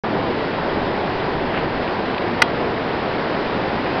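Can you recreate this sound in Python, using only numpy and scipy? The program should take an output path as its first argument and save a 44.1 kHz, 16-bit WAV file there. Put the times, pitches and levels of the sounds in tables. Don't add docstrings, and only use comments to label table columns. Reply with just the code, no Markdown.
import sys
import numpy as np
from scipy import signal
from scipy.fft import rfft, irfft, next_fast_len
from scipy.io import wavfile
from scipy.ndimage import uniform_filter1d, map_coordinates

SR = 44100
rng = np.random.default_rng(int(sys.argv[2]) if len(sys.argv) > 2 else 0)


def dump(signal):
    limited = np.clip(np.atleast_2d(signal).T, -1, 1)
    pcm = np.round(limited * 32767).astype(np.int16)
    wavfile.write(sys.argv[1], SR, pcm)


N = 176400


def amp(db):
    return 10 ** (np.asarray(db) / 20)

def unit(x):
    return x / np.sqrt(np.mean(x ** 2) + 1e-20)

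def curve(rows):
    return np.interp(np.arange(N) / SR, *np.transpose(rows))

def since(s):
    return np.maximum(np.arange(N) / SR - s, 0)

def wobble(rate):
    knots = rng.standard_normal(int(N * rate / SR) + 4)
    return map_coordinates(knots, [np.arange(N) * rate / SR])

def filtered(x, response):
    size = next_fast_len(N + SR // 2)
    return irfft(rfft(x, size) * response(np.fft.rfftfreq(size, 1 / SR)), size)[:N]

def low_pass(x, edge_hz, order):
    return filtered(x, lambda hz: 1 / (1 + (hz / edge_hz) ** order))

def shaped(x, spectrum):
    row_hz, row_db = np.transpose(spectrum)
    return filtered(x, lambda hz: amp(np.interp(np.log(hz + 1), np.log(row_hz + 1), row_db)))

def noise(spectrum):
    return unit(shaped(rng.standard_normal(N), spectrum))

def rush(spectrum, patchy_db):
    cells = signal.stft(rng.standard_normal(N), nperseg=512)[2]
    patches = uniform_filter1d(rng.standard_normal(cells.shape), size=6, axis=0)
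    patches = uniform_filter1d(patches, size=14, axis=1)
    patchy = signal.istft(cells * amp(patchy_db * unit(patches)), nperseg=512)[1][:N]
    return unit(shaped(patchy, spectrum))


# frequency in Hz, relative spectral density in dB.
ROAR_SPECTRUM = [(15, -16.5), (35, -14), (70, -9.5), (130, -4), (250, -.8), (310, 0), (400, .3), (510, -2),
                 (650, -3), (800, -3.5), (1000, -5.5), (1250, -14.5), (2000, -24), (4000, -45.5),
                 (8000, -81.5)]
WASH_SPECTRUM = [(200, -33), (700, -8.5), (1200, 1), (1850, 1.15), (2250, -3), (2800, -5.5), (3500, -9),
                 (4300, -12), (5100, -15), (5500, -27.5), (5850, -31.5), (6150, -40.5), (6500, -67.5)]
# time in seconds, relative level in dB.
ROAR_SWELL = [(0, -21.5), (.8, -22.5), (1.5, -22), (2.3, -23), (3.2, -22.5), (4, -22)]
WASH_SWELL = [(0, -32), (.6, -31.5), (1.2, -31), (1.45, -32), (1.9, -31.5), (2.35, -31.6), (2.8, -31.5),
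              (3.3, -30.5), (3.7, -31), (4, -29.5)]

def surf(roar_gain_db=0.31, wash_gain_db=1.27):
    roar = amp(roar_gain_db + curve(ROAR_SWELL) + 0.38 * wobble(8)) * rush(ROAR_SPECTRUM, patchy_db=0.5)
    wash = amp(wash_gain_db + curve(WASH_SWELL) + 0.3 * wobble(60)) * rush(WASH_SPECTRUM, patchy_db=0.42)
    return roar + wash


# frequency in Hz, relative spectral density in dB.
BREEZE_SPECTRUM = [(10, 2.5), (30, 0.5), (60, 2), (120, -18.5), (400, -49)]
# time in seconds, level in dB.
BREEZE_SWELL = [(0, -50.5), (.8, -41), (1.7, -40.5), (2.4, -53.5), (4, -50.5)]

def breeze():
    return amp(curve(BREEZE_SWELL) + 1.2 * wobble(7)) * rush(BREEZE_SPECTRUM, patchy_db=2.2)


# start in seconds, relative peak level in dB.
PEBBLE_TICKS = [(1.083, -28), (1.549, -31), (1.844, -28), (1.877, -19), (1.909, -26), (2.079, -25.5),
                (2.146, -19.5), (2.181, -17), (2.223, -22), (2.740, -27), (3.137, -33), (3.512, -27),
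                (3.882, -25.5)]
# frequency in Hz, relative spectral density in dB.
PEBBLE_SPECTRUM = [(600, -23), (1800, 2), (3200, -1), (5000, -13.5)]

def pebble_ticks(t60_s=0.023, gain_db=-4):
    envelope = sum(amp(db - 60 * since(s) / t60_s) * (since(s) > 0) for s, db in PEBBLE_TICKS)
    return amp(gain_db) * low_pass(envelope * noise(PEBBLE_SPECTRUM), edge_hz=5100, order=30)


# frequency in Hz, relative spectral density in dB.
GRAVEL_SPECTRUM = [(400, -22), (950, -0.5), (1800, 1.5), (2900, -2.5), (3800, -20), (5500, -38)]

def gravel_scrape(peak_s=1.567, width_s=0.035, level_db=-27.5):
    envelope = np.exp(-.5 * ((since(0) - peak_s) / width_s) ** 2)
    return amp(level_db + 1.2 * wobble(120)) * envelope * noise(GRAVEL_SPECTRUM)


# frequency in Hz, level in dB, time to decay by 60 dB in seconds.
CASE_MODES = [(916, -13, 0.046), (1197, -11, 0.025), (1453, -1.5, 0.019), (1752, -3, 0.011),
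              (2000, 1, 0.013), (2470, -10.5, 0.023), (2850, -6, 0.0188), (4383, -13, 0.011),
              (4985, -11.5, 0.0098), (3250, -24, .12), (4020, -34.5, 0.14)]
# frequency in Hz, relative spectral density in dB.
CRACK_SPECTRUM = [(400, -19), (1400, 3.5), (2800, -1), (3800, -8.5), (5200, -7), (5700, -13.5), (6300, -37)]

def case_click(start_s=2.4188, attack_s=0.0017, drive_s=0.0045, crack_db=-5.5, crack_t60_s=0.017):
    age, free = since(start_s), since(start_s + drive_s)
    ring = sum(amp(db - 60 * free / t60) * np.sin(2 * np.pi * (hz * age + rng.random()))
               for hz, db, t60 in CASE_MODES)
    crack = amp(crack_db - 60 * free / crack_t60_s) * noise(CRACK_SPECTRUM)
    attack = 1 - np.exp(-age / attack_s)
    return attack * (ring + crack)


def scene():
    return (surf() + breeze() + pebble_ticks() + gravel_scrape() + case_click())[None]


# frequency in Hz, gain of the camera's treble response in dB.
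TREBLE_RESPONSE = [(6000, 0), (6500, -6.5), (7400, -10), (9200, -0.5), (12000, -7.5), (15500, -9.5)]

def record(dry, opening_silence_s=.037, clip_at=.71):
    after_opening_silence = dry[0] * (since(opening_silence_s) > 0)
    narrow = low_pass(after_opening_silence, edge_hz=6150, order=60)
    clipped = np.clip(narrow, -clip_at, clip_at)
    return low_pass(shaped(clipped, TREBLE_RESPONSE), edge_hz=16000, order=80)[None]


dry = scene()
out = record(dry)
dump(out)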